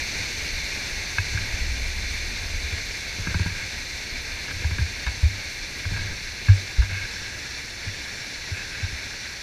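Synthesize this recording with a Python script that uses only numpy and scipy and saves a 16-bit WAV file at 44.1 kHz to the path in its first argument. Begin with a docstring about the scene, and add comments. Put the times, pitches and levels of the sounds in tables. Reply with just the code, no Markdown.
"""Beside a big waterfall in flood, heard by one microphone in a hand-held camera's plastic case.
Bubbles and drops merge into a steady roar. The case rings and gives it a hollow colour,
which shifts as the camera turns towards the rapids upstream. Handling adds low thumps,
small clicks and soft rubbing; a light breeze with one gust rumbles on the microphone."""
import sys
import numpy as np
from scipy import signal
from scipy.fft import rfft, irfft
from scipy.io import wavfile
from scipy.ndimage import uniform_filter1d

SR = 44100
rng = np.random.default_rng(int(sys.argv[2]) if len(sys.argv) > 2 else 0)


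def master(y):
    """Save y as 16-bit WAV."""
    cut = np.clip(np.atleast_2d(y).T, -1, 1)
    pcm = np.round(cut * 32767)  # scale
    wavfile.write(sys.argv[1], SR, pcm.astype(np.int16))


N = 415422

# camera's turn upstream: (time [s], share [0-1])
TURN_UPSTREAM = [(0, 0.16), (6.2, 0.6), (7.3, 1), (9.42, 1)]


def gain_of(db):
    """Decibels to amplitude."""
    return 10 ** (np.asarray(db) / 20)


def unit_rms(x):
    """Scale to rms 1."""
    return x / np.sqrt(np.mean(x ** 2) + 1e-20)


def spectrum_gain(spectrum, hz):
    """Amplitude at hz; dB points joined on a log-frequency axis."""
    point_hz, point_db = np.transpose(spectrum)
    return gain_of(np.interp(np.log(hz + 1), np.log(point_hz + 1), point_db))


def turn_at(t):
    """Share of the upstream turn at times t."""
    return np.interp(t, *np.transpose(TURN_UPSTREAM))


def coloured_noise(spectrum):
    """Noise of rms 1 with the given spectral shape."""
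    hz = np.fft.rfftfreq(N, 1 / SR)
    return unit_rms(irfft(rfft(rng.standard_normal(N)) * spectrum_gain(spectrum, hz), N))


def patches(shape, size):
    """Smooth random field of rms 1; blob size in (bins, frames)."""
    field = uniform_filter1d(rng.standard_normal(shape), size[0], axis=0)
    return unit_rms(uniform_filter1d(field, size[1], axis=1))


def damped_mode(t, hz, t60_s, db):
    """One exponentially decaying sine."""
    return gain_of(db - 60 * t / t60_s) * np.sin(2 * np.pi * hz * t)


def wind(breeze_db=-35, shelter_db=-12, eddy_s=0.084, eddy_db=2.5):
    """Eddies buffet the microphone: one gust, and a breeze that the turn shelters it from."""
    # buffeting: (frequency [Hz], relative density [dB])
    rumble_spectrum = [(10, -23), (27, 5.5), (45, -3.5), (70, 1.5), (100, -11), (135, -42), (200, -25.5),
                       (400, -46), (1500, -90)]
    gust_mid_s, gust_s, gust_db = 2.08, 1.25, -29.5
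    gust = np.zeros(N)
    swell = signal.windows.tukey(round(gust_s * SR), alpha=0.21)
    add(gust, gust_mid_s - gust_s / 2, gain_of(gust_db) * swell)
    breeze = gain_of(breeze_db + shelter_db * turn_at(np.arange(N) / SR))
    smoothing = np.exp(-(np.fft.rfftfreq(N, 1 / SR) * eddy_s) ** 2)
    eddies = unit_rms(irfft(rfft(rng.standard_normal(N)) * smoothing, N))
    rumble = unit_rms(coloured_noise(rumble_spectrum) * gain_of(eddy_db * eddies))
    return rumble * np.hypot(breeze, gust)


def add(mix, start_s, sound):
    """Mix a sound in at start_s."""
    part = mix[max(round(start_s * SR), 0):][:len(sound)]
    part += sound[:len(part)]


def shell_ring(focus_hz, focus_db):
    """Shell's response to one tap; the place of touch favours modes near focus_hz."""
    # plastic shell: (frequency [Hz], t60 [s], level [dB])
    shell_modes = [(990, 0.065, -8.5), (1160, 0.023, -11.5), (1470, 0.02, -18), (1633, 0.033, 9.5),
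                   (2202, 0.051, 1), (2520, 0.019, -3), (2570, 0.087, -7.5), (3730, 0.017, -3.5),
                   (4130, .010, -6)]
    t = np.arange(SR // 10) / SR
    ring = sum(damped_mode(t, *mode) for mode in shell_modes)
    octaves = np.log2((np.fft.rfftfreq(len(t), 1 / SR) + 1) / focus_hz)
    focus = gain_of(-focus_db * (np.sqrt(1 + 4 * octaves ** 2) - 1))
    return irfft(rfft(np.roll(ring, SR // 1000)) * focus, len(t))


def finger_rubs():
    """A sliding finger's friction rings the shell; its drag shakes the mount."""
    # strokes: (start [s], end [s], hiss [dB], focus [Hz], judder [dB])
    strokes = [(1.277, 1.515, -46.5, 1500, -34.5), (3.219, 3.68, -42.5, 1600, -36.5),
               (4.465, 4.86, -53, 1600, -34.5), (5.896, 6.16, -42.5, 1800, -30),
               (6.885, 7.066, -33.5, 2300, -37), (7.147, 7.4, -42, 2370, -42.5),
               (8.53, 8.644, -37, 2300, -49), (8.705, 8.903, -39.5, 2300, -45)]
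    # shaking mount: (frequency [Hz], relative density [dB])
    judder_spectrum = [(15, -3), (35, -8), (70, -2), (100, 3.5), (135, -17.5), (178, -13.5), (240, -25.5),
                       (450, -27), (1500, -80)]
    out, judder = np.zeros(N), coloured_noise(judder_spectrum)
    for start_s, end_s, hiss_db, focus_hz, judder_db in strokes:
        friction = signal.fftconvolve(rng.standard_normal(SR), shell_ring(focus_hz, focus_db=11), "same")
        hiss = unit_rms(friction)[:round((end_s - start_s) * SR)]
        shake = judder[round(start_s * SR):][:len(hiss)]
        stroke = gain_of(hiss_db) * hiss + gain_of(judder_db) * shake
        add(out, start_s, stroke * signal.windows.tukey(len(stroke), alpha=0.19))
    return out


def case_clicks(slips_per_s=2500, slip_size=0.48):
    """Under the fingers, a snap and a dying burst of tiny slips ring the shell."""
    # clicks and creaks: (time [s], peak [dB], slip decay [s], focus [Hz])
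    clicks = [(1.183, -8, 0.0027, 2030), (1.374, -19, 0.0023, 1750), (3.271, -19, 0.0032, 1000),
              (3.343, -17.5, .0037, 1600), (3.463, -23.5, .002, 900), (4.480, -24.5, 0.013, 1500),
              (4.508, -22, 0.0062, 1510), (4.644, -22, .005, 1100), (4.709, -26, 0.0042, 1200),
              (4.784, -19.5, .006, 1900), (5.065, -15.5, 0.0097, 5200), (5.072, -22, 0.013, 910),
              (5.853, -20.5, 0.0035, 1610), (5.964, -22.5, 0.013, 1500), (6.484, -16.5, 0.017, 1650),
              (6.818, -23.5, 0.026, 2300)]
    out, t = np.zeros(N), np.arange(SR // 20) / SR
    for start_s, peak_db, decay_s, focus_hz in clicks:
        slips = slip_size * rng.standard_normal(len(t)) * np.exp(-t / decay_s)
        slips *= rng.random(len(t)) < slips_per_s / SR
        slips[0] = 1  # the snap
        click = signal.fftconvolve(slips, shell_ring(focus_hz, focus_db=3))
        add(out, start_s, gain_of(peak_db) * click / abs(click).max())
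    return out


def grip_thumps(sway_hz=42, sway_db=-11, push_tightness=1.46):
    """Each jolt sways the arm, rocks the camera and rings the mount; hard ones knock too."""
    # hand jolts: (time [s], level [dB], rocking [Hz], hardness [dB])
    jolts = [(1.184, -20.5, 91.5, -17), (1.339, -18.5, 90, -12), (2.719, -23, 83.5, -23),
             (3.186, -26.5, 99, -5), (3.272, -23, 94, -0.5), (3.347, -16, 86, -6), (3.397, -16, 87, -8),
             (3.461, -25.5, 100, 2), (4.644, -14, 79.5, -17), (4.711, -19.5, 84, -13),
             (4.786, -18.5, 88, -8.5), (4.802, -14, 78, -24), (5.067, -18, 59.7, -18),
             (5.230, -7.5, 73.5, -24.5), (5.855, -22, 89, -14), (5.911, -22, 100, -10),
             (6.485, -5, 98, -40), (6.783, -8, 57.6, -26), (6.918, -25, 91.7, -14), (7.866, -25.5, 98, -12),
             (8.511, -23, 89, -18), (8.826, -19.5, 88, -20), (8.924, -26.5, 67, -12)]
    # mount's higher modes: (frequency [Hz], t60 [s], level [dB])
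    knock_modes = [(139, 0.06, -5.5), (172, .10, 2), (237, 0.035, -5), (305, 0.044, -17.5),
                   (930, 0.035, -8)]
    out, t = np.zeros(N), np.arange(SR // 2) / SR
    highpass = signal.butter(1, 90, "high", fs=SR, output="sos")  # a knock is too short to move the arm
    knock = signal.sosfilt(highpass, sum(damped_mode(t, *mode) for mode in knock_modes))
    sway = gain_of(sway_db) * np.sin(2 * np.pi * sway_hz * t)
    for start_s, level_db, rock_hz, hardness_db in jolts:
        rise_s = 0.011 * 2 ** (-hardness_db / 53)  # harder jolts rise faster
        push = (t / rise_s * np.exp(1 - t / rise_s)) ** push_tightness
        rocking = push * (np.sin(2 * np.pi * rock_hz * t) + sway)
        mount_ring = (1 - np.exp(-t / rise_s)) * damped_mode(t, hz=97, t60_s=0.42, db=-10)
        add(out, start_s, -gain_of(level_db) * (rocking + mount_ring + gain_of(hardness_db) * knock))
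    return out


def waterfall(start_db=-30, settled_db=-34, settle_s=3):
    """Countless bubbles and drops merge into a churning rush that rings the case."""
    # roar through the case wall: (frequency [Hz], relative density [dB])
    roar_spectrum = [(10, -9), (25, 4), (55, -10.5), (80, 0), (115, -3.5), (180, -8), (340, -10),
                     (600, -12.5), (1100, -17.5), (3200, -43), (8000, -29), (15000, -37)]
    # case resonances: (centre [Hz], half-width [Hz], relative level [dB], change at full turn [dB])
    case_resonances = [(897, 25, -11, -3), (1660, 185, -5.5, 3.5), (1940, 91, -3, -0.3),
                       (2179, 111, 2.5, -3), (2363, 78, 2.8, -4), (2586, 333, -6, -0.9),
                       (3602, 236, -7, -0.5), (4035, 130, -7.5, 0), (4307, 370, -3.5, -2),
                       (4750, 770, -12.5, -1), (5520, 420, -12, 4.5), (5960, 740, -7.5, -21),
                       (6180, 340, -8.5, -2), (7020, 220, -27, 9.5), (7430, 300, -17.5, -1),
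                       (9100, 870, -22, -4.5), (10040, 850, -41.5, 13), (11030, 420, -27.5, -3),
                       (12450, 670, -25.5, -6.5)]
    hz, t, noise = signal.stft(rng.standard_normal(N), SR, nperseg=1024, noverlap=768)
    turn = turn_at(t)
    power = spectrum_gain(roar_spectrum, hz)[:, None] ** 2
    for centre_hz, half_width_hz, level_db, change_db in case_resonances:
        peak = 1 / (1 + ((hz - centre_hz) / half_width_hz) ** 2)
        power = power + np.outer(peak, gain_of(level_db + change_db * turn)) ** 2
    plunges_db = 0.36 * patches(noise.shape, size=(14, 14))
    surges_db = -0.31 * patches(noise.shape, size=(300, 30))
    splashes_db = 0.75 * patches(noise.shape, size=(120, 4))
    churn = gain_of(plunges_db + surges_db + splashes_db)
    rush = signal.istft(noise * np.sqrt(power) * churn, nperseg=1024, noverlap=768)[1][:N]
    nearness = np.exp(-np.arange(N) / SR / settle_s)  # camera draws back from the plunge pool
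    return unit_rms(rush) * gain_of(settled_db + (start_db - settled_db) * nearness)


def scene():
    """One microphone: both channels alike."""
    mono = waterfall() + wind() + grip_thumps() + case_clicks() + finger_rubs()
    return np.array([mono, mono])


def record(dry):
    """Steep low-pass band limit."""
    cutoff_hz = 15250
    lowpass = signal.firwin(511, cutoff_hz, window=("kaiser", 9), fs=SR)
    return signal.oaconvolve(dry, lowpass[None], "same")


dry = scene()
out = record(dry)
master(out)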